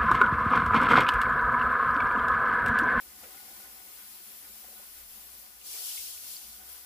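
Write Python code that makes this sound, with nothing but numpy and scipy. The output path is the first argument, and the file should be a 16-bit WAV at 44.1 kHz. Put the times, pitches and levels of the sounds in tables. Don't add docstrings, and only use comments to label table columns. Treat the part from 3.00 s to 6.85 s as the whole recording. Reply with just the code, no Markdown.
import sys
import numpy as np
from scipy import signal
from scipy.fft import rfft, irfft, next_fast_len
from scipy.io import wavfile
from scipy.ndimage import uniform_filter1d, map_coordinates

SR = 44100
rng = np.random.default_rng(int(sys.argv[2]) if len(sys.argv) > 2 else 0)


def voltage_ratio(level):
    return 10 ** (np.asarray(level, float) / 20)


def wav_out(sig):
    wavfile.write(sys.argv[1], SR, np.round(np.clip(np.atleast_2d(sig).T, -1, 1) * 32767).astype(np.int16))


N = 169785


def unit(x):
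    return x / np.sqrt(np.mean(x ** 2) + 1e-20)


def along(points, hz):
    f, v = np.transpose(points)
    return np.interp(np.log(hz + 1), np.log(f + 1), v)


def curves(rows):
    s, *cols = np.transpose(rows)
    return [np.interp(np.arange(N) / SR, s, c) for c in cols]


def wobble(rate):
    return map_coordinates(rng.standard_normal(N // 100), [np.arange(N) * rate / SR])


def filtered(x, response):
    m = next_fast_len(N + SR // 2)
    return irfft(rfft(x, m) * response(np.fft.rfftfreq(m, 1 / SR)), m)[..., :N]


# [f/Hz, likeness 0-1]
LIKENESS = [(60, 0.87), (200, 1), (400, 0.68), (700, 0.44), (1200, 0.012), (2500, 0.025), (15000, .0)]


def spread(pair, gain):
    turn = lambda hz: np.arccos(np.clip(along(LIKENESS, hz), -1, 1)) / 2
    mid, side = filtered(pair, lambda hz: gain(hz) * [np.cos(turn(hz)), np.sin(turn(hz))])
    return unit(np.array([mid + side, mid - side]))


def droplets(patchy_db):
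    drops_per_s, size_db, direct = 9000, 2, 0.19
    hit = rng.random((2, N)) < drops_per_s / SR
    size = voltage_ratio(size_db * np.minimum(rng.exponential(size=(2, N)), 3))
    ticks = unit(hit * rng.standard_normal((2, N)) * size)
    echoes = rng.standard_normal((2, N))
    z = signal.stft(direct * ticks + np.sqrt(1 - direct ** 2) * echoes, nperseg=512)[2]
    field = uniform_filter1d(rng.standard_normal(z.shape[1:]), size=4, axis=0)
    field = uniform_filter1d(field, size=5, axis=1)
    return signal.istft(z * voltage_ratio(patchy_db * unit(field)), nperseg=512)[1][:, :N]


def pings(start_s, gain, hz, tau_s, rise, pan):
    t = np.arange(SR // 8) / SR
    u = t / tau_s[:, None]
    envelope = np.exp(-u) * (1 - np.exp(-t / .0012))
    glide = 1 + rise * np.minimum(u, 3)
    wave = gain[:, None] * envelope * np.sin(2 * np.pi * hz[:, None] * t * glide)
    at = np.round(start_s * SR).astype(int)[:, None] + np.arange(len(t))
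    lag = np.round(pan * 12).astype(int)[:, None]

    def ear(side):
        heard = wave * voltage_ratio(side * 2 * pan)[:, None]
        return np.bincount((at + 20 + side * lag).ravel(), heard.ravel(), N + SR)[20:N + 20]

    return np.array([ear(-1), ear(1)])


def plinks():
    per_s, centre_hz, cycles, level_db = 220, 3566, 5, -22
    draw = rng.random((700, 5))
    s = np.cumsum(-np.log(draw[:, 0])) / per_s + 1.9
    s, draw = s[s < N / SR], draw[s < N / SR]
    hz = centre_hz * np.exp(0.87 * (draw[:, 1] - .5))
    gain = voltage_ratio(level_db - 5.77 * np.log(draw[:, 2]))
    return pings(s, gain, hz, cycles * (.5 + draw[:, 3]) / hz, 0.019, 2 * draw[:, 4] - 1)


# [t/s, level/dB, share of the jets on the tray 0-1]
AIM = [(0, -47, 0), (.14, -50, 0.3), (.24, -47, 0.16), (.32, -47.5, 0.14), (1.0, -46.5, 0),
       (2.4, -46.5, 0.03), (2.58, -51.5, 0.18), (2.635, -49.5, 0.5), (2.66, -41, 0.8), (2.8, -37.5, 0.8),
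       (2.88, -35.5, 0.77), (3.04, -38, 0.95), (3.2, -42.5, 0.58), (3.33, -39, 0.73), (3.41, -44.5, 0.63),
       (3.63, -47.5, 0.06), (3.72, -44.5, 0.05), (3.85, -48.5, 0.2)]
# [f/Hz, level/dB]
WALL_COLOUR = [(600, -13), (1800, -11), (3800, -7.5), (5500, -7.5), (8800, -8), (9500, -2.5), (12500, -2),
               (15500, -3.5)]
# [f/Hz, level/dB]
TRAY_COLOUR = [(700, -28), (2000, -20.5), (2800, -4.5), (4800, 0), (6500, -.5), (8800, -3), (9500, 2),
               (15500, -3.5)]


def spray():
    level_db, share = curves(AIM)
    share = np.clip(share, 0, 1)
    gain = voltage_ratio(level_db + .25 * wobble(5) + .45 * wobble(16))
    wall = spread(droplets(patchy_db=1.28), lambda hz: voltage_ratio(along([(100, -32)] + WALL_COLOUR, hz)))
    wall = wall * voltage_ratio(0.093 * wobble(7.68))
    tray = spread(droplets(patchy_db=1.2), lambda hz: voltage_ratio(along([(100, -60)] + TRAY_COLOUR, hz)))
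    tray = tray * voltage_ratio(.5 * wobble(23))
    return gain * (np.sqrt(1 - share) * wall + np.sqrt(share) * (tray + plinks()))


def modes(table, f):
    return sum(voltage_ratio(2 * db) / (1 + (2 * (f - c) / w) ** 4) for c, w, db in table)


# [t/s, level/dB]
RUNOFF_LEVEL = [(0, -59), (.3, -56.5), (.7, -59), (1.2, -62.5), (1.7, -61.5), (2.3, -62.5), (2.55, -64),
                (2.85, -59.5), (3.1, -62), (3.85, -61)]
# [f/Hz, width/Hz, level/dB]
RUNOFF_ROOM_MODES = [(289, 49, -4.5), (346, 40, -4), (402.7, 24, -1.5), (489.5, 6, 3), (537.6, 14.4, 0),
                     (644, 180, -13), (741, 30, 2.5), (808, 38, -1), (892, 57, -6), (1034, 96, -3),
                     (1238.5, 15.5, 3.5), (1466, 43, 1.5), (2063, 180, -4)]
# [f/Hz, level/dB]
WASH = [(30, -31), (90, -8), (150, -14.5), (300, -19), (900, -11.5), (2000, -5.5), (4000, -16)]


def runoff():
    level_db, = curves(RUNOFF_LEVEL)
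    lumpy = droplets(patchy_db=1.5) * voltage_ratio(1.4 * wobble(18))
    tray = spread(lumpy, lambda f: np.sqrt(voltage_ratio(2 * along(WASH, f)) + modes(RUNOFF_ROOM_MODES, f)))
    return voltage_ratio(level_db) * tray


# [f/Hz, width/Hz, level/dB]
ROOM_MODES = [(60, 29, -6), (95.5, 17, -14), (209.4, 23, -0.5), (222, 16, -4.5)]
# [t/s, level/dB]
ROOM_LEVEL = [(0, -69.5), (.5, -71.5), (1.2, -73.5), (1.6, -72), (2.4, -74), (3.0, -83), (3.45, -71.5),
              (3.85, -81)]


def room():
    level_db, = curves(ROOM_LEVEL)
    return voltage_ratio(level_db) * spread(rng.standard_normal((2, N)), lambda f: np.sqrt(modes(ROOM_MODES, f)))


# [t/s, level/dB]
PIPE_LEVEL = [(0.0, -82), (0.1, -72), (0.14, -97), (0.23, -74), (0.45, -85.5), (0.48, -74.5), (1.31, -79),
              (1.67, -71), (1.71, -80), (2.04, -66.5), (2.53, -76.5), (2.69, -70.5), (2.94, -84),
              (2.98, -72), (3.26, -77), (3.29, -72), (3.83, -65), (3.85, -72)]


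def pipe():
    pipe_hz, rough = 61, .5
    level_db, = curves(PIPE_LEVEL)
    phase = 2 * np.pi * np.cumsum(pipe_hz + 2.6 * wobble(5.95)) / SR
    hum = unit((1 + rough * wobble(14)) * np.sin(phase) + rough * wobble(29) * np.cos(phase))
    return voltage_ratio(level_db) * hum * voltage_ratio([[-.4], [.4]])


# [t/s, peak level/dB, f/Hz, length/s]
HOSE_THUDS = [
    (.08, -67, 60, 0.019),
    (0.253, -68, 75, .03),
    (2.063, -69, 22, .2),
    (2.974, -68, 80.4, .025),
    (3.165, -68, 78, 0.028),
    (3.238, -71, 95, 0.05),
]


def hose():
    t = np.arange(N) / SR
    thud = 0
    for s, db, hz, long_s in HOSE_THUDS:
        thud = thud + voltage_ratio(db) * np.exp(-((t - s) / long_s) ** 2) * np.sin(2 * np.pi * hz * (t - s))
    return thud * voltage_ratio([[-.4], [.4]])


# [t/s, level/dB, centre f/Hz, length/s]
SLAPS = [
    (0.231, -55.5, 530, 0.048),
    (0.235, -50, 1900, 0.024),
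    (0.346, -65, 1000, 0.034),
    (0.982, -56, 2000, 0.045),
    (2.747, -56.5, 1520, 0.051),
    (2.742, -58, 900, 0.059),
    (2.787, -58.5, 547, 0.026),
    (2.903, -65, 820, 0.033),
    (2.97, -44, 3080, 0.026),
    (3.303, -60, 3500, 0.032),
]


def slaps():
    octaves = .8
    t, out = np.arange(N) / SR, 0
    for s, db, hz, long_s in SLAPS:
        u = np.maximum(t - s, 0)
        band = lambda f: np.exp(-(np.log2((f + 1) / hz) / octaves) ** 2)
        noise = spread(rng.standard_normal((2, N)), band)
        out = out + voltage_ratio(db) * (1 - np.exp(-u / 0.0023)) * np.exp(-u / long_s) * noise
    return out


# [t/s, peak level/dB, f/Hz, t60/s]
DRIPS_AND_PINGS = [(.232, -50.5, 740, 0.085), (.236, -55, 480, .08), (.255, -59, 487, 0.15), (.272, -63, 358, .15),
                   (.235, -55, 1400, .07), (.346, -53, 780, 0.083), (.37, -64, 790, .08), (.372, -64, 374, 0.044),
                   (.425, -57, 790, 0.15), (.48, -56.5, 760, 0.12), (.515, -60, 686, 0.074), (1.685, -58, 526, 0.069),
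                   (1.708, -61, 604, 0.065), (1.725, -56, 776, .1), (1.73, -58, 480, .1), (1.8, -54, 740, 0.078),
                   (.40, -56, 814, 0.13), (.46, -61, 755, 0.13), (.50, -57, 780, 0.12), (.6, -56, 1464, 0.35),
                   (.6, -56, 770, 0.27), (.985, -57, 1460, 0.28), (1.555, -60, 730, 0.14), (1.643, -53, 730, 0.11),
                   (1.643, -58.5, 544, 0.13), (1.715, -62, 710, 0.089), (1.718, -60, 580, 0.095),
                   (1.755, -59, 732, 0.15), (1.795, -63, 716, .09), (1.795, -54.5, 563, 0.081),
                   (2.612, -45, 2870, 0.045), (2.74, -44, 2260, 0.065), (2.765, -49, 2300, .06),
                   (2.74, -62, 770, .08), (2.762, -59, 1140, .1), (2.79, -66, 646, .1), (2.9, -62, 910, .1),
                   (2.871, -42, 2970, 0.043), (2.893, -36, 2940, 0.036), (2.915, -35, 3110, 0.03),
                   (1.2, -64, 347, 0.15), (2.738, -60.5, 423, .15), (2.79, -60, 410, 0.075), (2.755, -52, 1550, .07),
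                   (2.775, -52, 1900, .06), (2.82, -60.5, 750, 0.087), (2.976, -42, 2180, 0.08),
                   (2.976, -50, 2630, 0.067), (2.977, -40, 3380, .06), (.233, -66, 303, .1), (.375, -49, 2090, .05),
                   (.345, -59, 1460, .2), (0.346, -62, 1230, .2)]


def drips():
    detune = 0.035
    s, db, hz, t60 = np.repeat(np.transpose(DRIPS_AND_PINGS), 3, axis=1)
    draw = rng.random((len(s), 2))
    step = (np.arange(len(s)) % 3 - 1) * (.5 + draw[:, 0])
    gain = voltage_ratio(db - 4 - 5 * abs(step))
    return pings(s, gain, hz * (1 + detune * step), t60 / np.log(1000), 0, .6 * (draw[:, 1] - .5))


def walls(x):
    depth_db, spacing_hz = 1.5, 30
    knots = rng.standard_normal((2, 1000))
    comb = lambda f: np.array([np.interp(f / spacing_hz, np.arange(1000), k) for k in knots])
    return filtered(x, lambda f: voltage_ratio(depth_db * comb(f) * (f > 900)))


def scene():
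    water = spray() + runoff() + room() + slaps()
    return walls(water) + drips() + pipe() + hose()


def roll_off(x):
    return signal.sosfilt(signal.butter(12, 16750, fs=SR, output="sos"), x)


# [f/Hz, level/dB]
LEFT_OVER_RIGHT = [(60, 2), (250, 2), (1500, 1.4), (5000, 2.5), (10000, 3.5)]
# [f/Hz, width/Hz, level/dB]
PORT_LEFT = [(3700, 300, -1.5), (6900, 250, -2), (7500, 400, 2.5), (11100, 300, -1.5), (11600, 250, 2.5),
             (15000, 900, 4)]
# [f/Hz, width/Hz, level/dB]
PORT_RIGHT = [(3900, 300, -1.5), (4900, 400, 1.5), (7500, 400, 1.2), (10300, 500, 1.5), (11200, 450, -2.5),
              (12500, 1200, 2)]


def record(dry):
    top_hz, top_soft_hz = 15540, 25
    bumps = lambda table, f: sum(db * np.exp(-((f - c) / w) ** 2) for c, w, db in table)
    ports = lambda f: np.array([bumps(PORT_LEFT, f), bumps(PORT_RIGHT, f)])
    balance = lambda f: along(LEFT_OVER_RIGHT, f) / 2 * np.array([[1], [-1]])
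    edge = lambda f: np.clip((top_hz - f) / (4 * top_soft_hz), 0, 1)
    mix = filtered(dry, lambda f: edge(f) * voltage_ratio(balance(f) + ports(f)))
    return roll_off(mix)


dry = scene()
out = record(dry)
wav_out(out)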